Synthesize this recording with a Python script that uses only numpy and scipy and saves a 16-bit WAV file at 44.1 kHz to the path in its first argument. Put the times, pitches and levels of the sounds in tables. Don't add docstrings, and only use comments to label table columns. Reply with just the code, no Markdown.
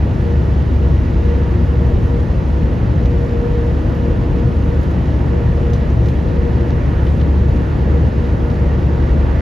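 import sys
import numpy as np
from scipy import signal
from scipy.fft import rfft, irfft, next_fast_len
from scipy.io import wavfile
from scipy.ndimage import uniform_filter1d, minimum_filter1d, map_coordinates

SR = 44100
rng = np.random.default_rng(int(sys.argv[2]) if len(sys.argv) > 2 else 0)


def wav_out(sig):
    wavfile.write(sys.argv[1], SR, np.round(np.clip(np.atleast_2d(sig).T, -1, 1) * 32767).astype(np.int16))


N = 414981
TIME = np.arange(N) / SR


# frequency in Hz, relative spectral density in dB.
RUMBLE_SPECTRUM = [(18, -34.5), (30, -20.5), (43, -7.5), (70, -2), (105, -2), (135, -5.5), (190, -9.5),
                   (270, -13), (355, -15.5), (395, -20.5), (600, -28.5), (1200, -68.5), (4000, -110)]

def panel_rumble(level_db=-16.5, surge_db=0.5):
    return amp(level_db + surge_db * wobble(3)) * cabin(churn(patchy_db=0.1), RUMBLE_SPECTRUM)


# frequency in Hz, relative spectral density in dB.
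WASH_SPECTRUM = [(200, -28.5), (400, -3.5), (520, 0), (720, -8), (900, -9), (1050, -11.5), (1450, -13),
                 (1950, -20), (2250, -22), (2800, -26), (4000, -43.5), (8000, -60.5)]

def roof_wash(start_db=-30.5, rise_db_per_s=0.1644, surge_db=0.34):
    level_db = start_db + rise_db_per_s * TIME + surge_db * wobble(4)
    return amp(level_db) * cabin(churn(patchy_db=0.7), WASH_SPECTRUM)


# time in seconds, relative level in dB.
DRONE_LEVELS = [(0.0, -19.5), (0.65, -17), (2.6, -19.5), (3.9, -22), (4.25, -22), (4.5, -18), (6.75, -19.5),
                (7.45, -14.5), (7.7, -23.5), (7.9, -15), (8.35, -21.5), (9.4, -15)]
# frequency in Hz, level in dB.
MACHINE_TONES = [(44.3, -26), (53.1, -30.5), (115, -36), (151, -40), (156.6, -31), (313.3, -41), (354, -43)]

def motors(drone_hz=70.8, gain_db=1, octave_db=-25, drift_hz=0.12, waver_db=2):
    level_db, = curves(DRONE_LEVELS)
    shaft = phase_of(drone_hz + drift_hz * wobble(1.91))
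    big = amp(level_db + gain_db) * (tone(shaft) + amp(octave_db) * tone(2 * shaft))
    others = sum(amp(db + waver_db * wobble(2.5)) * tone(phase_of(hz + drift_hz * wobble(1.508)))
                 for hz, db in MACHINE_TONES)
    return (big + others) * lean_left(db=0.5)


# multiple of the shaft frequency, level in dB.
HUM_ORDERS = [(3, -33), (4, -37), (5, -44), (6, -43.5), (7, -49), (11, -53.5)]
# time in seconds, relative levels in dB of the first and second shaft orders.
THROB_LEVELS = [(0.0, -34, -38), (1.0, -24.5, -34), (2.9, -23.5, -29.5), (4.4, -33.5, -30.5),
                (6.05, -29.5, -23), (6.75, -31.5, -38), (9.4, -31, -30.5)]

def pump(shaft_hz=59.2, drift_hz=0.09, waver_db=2, throb_gain_db=1):
    shaft = phase_of(shaft_hz + drift_hz * wobble(4))
    hum = sum(amp(db + waver_db * wobble(4)) * tone(order * shaft) for order, db in HUM_ORDERS)
    throb = sum(amp(db + throb_gain_db + waver_db * wobble(4.5)) * tone(order * shaft)
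                for order, db in enumerate(curves(THROB_LEVELS), 1))
    return (hum + throb + vane_whine(shaft)) * lean_left(db=1.6)


# time in seconds, relative level in dB.
WHINE_LEVELS = [(0.0, -46), (0.15, -45), (0.25, -30), (0.38, -31.5), (0.48, -40), (0.68, -38), (0.85, -30),
                (0.97, -44), (1.2, -36), (1.31, -24.5), (1.39, -32), (1.48, -35), (1.67, -39), (1.8, -32),
                (1.92, -27.5), (2.02, -39.5), (2.15, -26), (2.32, -47), (2.65, -32.5), (2.85, -41),
                (3.1, -30), (3.3, -27), (3.62, -26), (3.86, -35.5), (4.07, -27), (4.25, -36), (4.4, -31.5),
                (4.6, -35.5), (4.75, -31), (4.85, -47), (5.2, -44), (5.35, -26.5), (5.55, -34.5),
                (5.73, -28.5), (5.88, -40), (6.15, -39.5), (6.3, -30), (6.55, -27.5), (6.88, -42.5),
                (7.12, -32.5), (7.25, -41), (7.4, -31), (7.68, -38), (7.92, -29), (8.05, -35), (8.25, -30),
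                (8.35, -45), (8.48, -30.5), (8.85, -39), (8.98, -33.5), (9.35, -38)]
# time in seconds, frequency shift in Hz.
WHINE_SAG = [(0.0, 0), (1.7, 1.5), (2.6, -1), (3.4, 0), (5.0, -1), (5.2, -6), (5.5, -1), (6.0, 0), (8.0, 1),
             (9.0, -1.5)]

def vane_whine(shaft, vanes=8, gain_db=0.43, octave_db=-24, flutter_db=3, stir_rad=0.45, lag_rad=0.58):
    level_db, = curves(WHINE_LEVELS)
    shift_hz, = curves(WHINE_SAG)
    passing = vanes * shaft + phase_of(shift_hz)
    ears = np.array([amp(flutter_db * wobble(28)) * tone(passing + lag + stir_rad * wobble(14))
                     for lag in (0, lag_rad)])
    octave = amp(octave_db + flutter_db * wobble(16)) * tone(2 * passing + stir_rad * wobble(30))
    return amp(level_db + gain_db) * (ears + octave)


# start in seconds, relative smack level in dB, pitch in Hz,
# relative splash level in dB, time in seconds for the first crack to decay by 60 dB.
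HEAVY_DROPS = [(3.058, -37.5, 3900, -68, 0.0045), (3.898, -54, 5000, -53.5, .008),
               (3.947, -52.5, 5470, -55, .025), (4.384, -51, 5000, -55.5, .014),
               (4.812, -48.5, 5500, -53.5, .035), (4.83, -51, 5030, -54.5, .03),
               (4.909, -48, 5000, -55, .03), (5.056, -47, 4200, -67, .02), (5.7, -44.5, 4600, -62, .016),
               (5.733, -39.5, 5400, -53, .034), (6.058, -45, 4600, -61, .032),
               (6.085, -41, 4200, -50, .018), (6.53, -44, 3000, -68.5, .02),
               (6.609, -42.5, 2600, -69, .018), (6.705, -38, 3200, -63.5, 0.016),
               (7.066, -37, 2200, -57.5, .03), (7.199, -40, 3000, -68.5, .014),
               (7.212, -35, 2600, -68, .016), (8.402, -44, 3400, -69, .008), (8.501, -40, 3200, -68, .008)]
# frequency in Hz, relative spectral density in dB.
SMACK_SPECTRUM = [(1200, -9.5), (3000, 4.5), (4500, -2.5), (6500, -2.5), (9000, -23), (15000, -23)]
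SPLASH_SPECTRUM = [(4000, -10.5), (8000, -3), (12000, 7.5), (15000, -4.5)]

def drops(smack_gain_db=2, splash_gain_db=-1, tail_db=-9, tail_stretch=5.8, width_octaves=0.76):
    out = np.zeros((2, N + SR))
    t = np.arange(SR // 5) / SR
    hz = np.fft.rfftfreq(len(t), 1 / SR)
    smacks = cabin(rng.standard_normal((2, N)), SMACK_SPECTRUM)
    splashes = cabin(rng.standard_normal((2, N)), SPLASH_SPECTRUM)
    for start, smack_db, pitch_hz, splash_db, t60 in HEAVY_DROPS + light_drops():
        span = slice(round(start * SR), round(start * SR) + len(t))
        attack = 1 - np.exp(-t / (0.03 * t60))
        decay = amp(-60 * t / t60) + amp(tail_db - 60 * t / (tail_stretch * t60))
        band = np.exp(-0.5 * (np.log2((hz + 1) / pitch_hz) / width_octaves) ** 2)
        smack = amp(smack_db + smack_gain_db) * unit(irfft(rfft(smacks[:, span]) * band, len(t)))
        splash = amp(splash_db + splash_gain_db) * splashes[:, span]
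        out[:, span] += attack * decay * (smack + splash)
    return out[:, :N]


def light_drops(count=45, smack_db=-46, spread_db=2, centre_hz=3600, splash_db=-65, t60=0.0057):
    return [(when * (N / SR - 0.25), smack_db + spread_db * (2 * size - 1),
             centre_hz * 2 ** (pitch - 0.5), splash_db, t60)
            for when, size, pitch in rng.random((count, 3))]


# peak time in seconds, frequency in Hz, peak level in dB.
ROOF_THUD = (1.94, 35, -20)

def cloth_thud(half_length_s=0.053):
    middle, hz, db = ROOF_THUD
    return amp(db) * bell(middle, half_length_s) * tone(2 * np.pi * hz * (TIME - middle))


# middle in seconds, half length in seconds, level in dB.
GLASS_DRAG = (9.28, 0.18, -33)
# frequency in Hz, relative spectral density in dB.
SWISH_SPECTRUM = [(150, -18), (240, 8.5), (400, -8), (620, 2), (850, -10), (1250, -2), (1900, -14.5),
                  (4000, -28), (9000, -49.5)]

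def cloth_drag():
    middle, half_length, db = GLASS_DRAG
    envelope = amp(db + 2 * wobble(25)) * bell(middle, half_length)
    return envelope * cabin(churn(patchy_db=5), SWISH_SPECTRUM)


# frequency in Hz, relative spectral density in dB.
SPRAY_SPECTRUM = [(1200, -18), (2800, 5), (4000, -0.7), (5500, -6), (7000, -9.5), (9000, -40.5),
                  (14000, -33.5)]

def spray(level_db=-48, impact_share=0.43):
    hiss = np.sqrt(1 - impact_share) * churn(patchy_db=0.8)
    impacts = np.sqrt(impact_share) * patter(per_second=1700, spread_db=0.5)
    return amp(level_db + 0.3 * wobble(11)) * cabin(hiss + impacts, SPRAY_SPECTRUM)


# frequency in Hz, relative spectral density in dB.
MIST_SPECTRUM = [(4000, -20), (7000, -0.5), (8300, 2), (9700, 2.5), (11000, 1.2), (12500, -1.8),
                 (14500, -9)]
# middle in seconds, half length in seconds, lift in dB.
MIST_WIPES = [(2.032, 0.06, 3), (7.1, 0.11, 3), (7.543, 0.09, 2)]

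def mist(level_db=-64):
    wiping_db = sum(lift_db * bell(middle, half_length) for middle, half_length, lift_db in MIST_WIPES)
    return amp(level_db + wiping_db + 0.5 * wobble(18)) * cabin(churn(patchy_db=1.3), MIST_SPECTRUM)


# centre in Hz, width in Hz, gain in dB.
CABIN_RESONANCES = [(100, 16, 0.5), (347.4, 6.1, 4), (686, 30, 1.5), (877, 50, 2.5), (948, 15, 5.5),
                    (1630, 26, -4), (1697, 58, 2.5), (1928, 170, 4), (2570, 50, -0.5), (2570, 52, 1),
                    (3680, 160, -1.5), (3840, 130, 2), (7040, 77, 2.5)]
# frequency in Hz, correlation from -1 to 1.
COHERENCE = [(70, 1), (130, 0.97), (240, 0.72), (350, 0.88), (470, 0.7), (640, 0.3), (760, 0.48),
             (950, 0.27), (1150, 0.24), (1320, -0.25), (1600, -0.46), (1720, 0.59), (2600, 0.87), (4200, 1),
             (6300, 0.7)]
TREBLE_COHERENCE = [(7200, 0), (8300, -.65), (9700, 0), (11500, .7), (14500, 0)]
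# frequency in Hz, left minus right level in dB.
EAR_BALANCE = [(40, 1.5), (85, 0), (175, 4), (260, -1), (370, 3), (750, 0), (1100, -1.5), (1600, -7.5),
               (1642, -2), (1690, -7), (1900, -7.5), (2100, -4.5), (2700, -.5), (5000, 0)]

def cabin(pair, spectrum):
    size = next_fast_len(N, real=True)
    hz = np.fft.rfftfreq(size, 1 / SR)
    correlation = np.clip(along(COHERENCE + TREBLE_COHERENCE, hz), -0.999, 0.999)
    angle = np.arccos(correlation) / 2
    resonance_db = sum(db / (1 + (2 * (hz - centre) / width) ** 2)
                       for centre, width, db in CABIN_RESONANCES)
    coloured = rfft(pair, size) * amp(along(spectrum, hz) + resonance_db)
    mid, side = coloured * [np.cos(angle), np.sin(angle)]
    ears = np.array([mid + side, mid - side]) * lean_left(along(EAR_BALANCE, hz))
    return unit(irfft(ears, size)[:, :N])


def churn(patchy_db):
    bands = signal.stft(rng.standard_normal((2, N)), nperseg=512)[2]
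    patches = uniform_filter1d(rng.standard_normal(bands.shape[1:]), size=7, axis=0)
    patches = uniform_filter1d(patches, size=16, axis=1)
    noise = signal.istft(bands * amp(patchy_db * unit(patches)), nperseg=512)[1]
    return unit(noise[:, :N])


def patter(per_second, spread_db):
    lands = rng.random((2, N)) < per_second / SR
    sizes = amp(spread_db * np.clip(rng.standard_normal((2, N)), -2, 2))
    return unit(lands * sizes * np.sign(rng.standard_normal((2, N))))


def amp(db):
    return np.exp(np.asarray(db) * (np.log(10) / 20))


def unit(x):
    return x / np.sqrt(np.mean(x ** 2) + 1e-20)


def lean_left(db):
    return amp(db * np.array([[0.5], [-0.5]]))


def along(points, hz):
    knot_hz, values = np.transpose(points)
    return np.interp(np.log(hz + 1), np.log(knot_hz + 1), values)


def curves(rows):
    seconds, *columns = np.transpose(rows)
    return [np.interp(TIME, seconds, column) for column in columns]


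def bell(middle_s, half_length_s):
    return np.exp(-((TIME - middle_s) / half_length_s) ** 2)


def wobble(rate):
    knots = rng.standard_normal(1024)
    coarse = np.arange(0, N, 64)
    return np.interp(np.arange(N), coarse, map_coordinates(knots, [coarse * rate / SR], mode="mirror"))


def phase_of(hz):
    return 2 * np.pi * (np.cumsum(hz) / SR + rng.random())


def tone(phase):
    return np.sqrt(2) * np.sin(phase)


def scene():
    machines = motors() + pump()
    water = panel_rumble() + roof_wash() + spray() + mist() + drops()
    return machines + water + cloth_thud() + cloth_drag()


def record(dry, ceiling=0.82, top_hz=14450):
    needed = ceiling / np.maximum(np.abs(dry).max(axis=0), ceiling)
    gain = uniform_filter1d(minimum_filter1d(needed, size=900), size=900)
    fade = signal.windows.tukey(N, 0.0006)
    size = next_fast_len(N + SR // 4)
    passband = np.fft.rfftfreq(size, 1 / SR) < top_hz
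    return irfft(rfft(dry * gain * fade, size) * passband, size)[:, :N]


dry = scene()
out = record(dry)
wav_out(out)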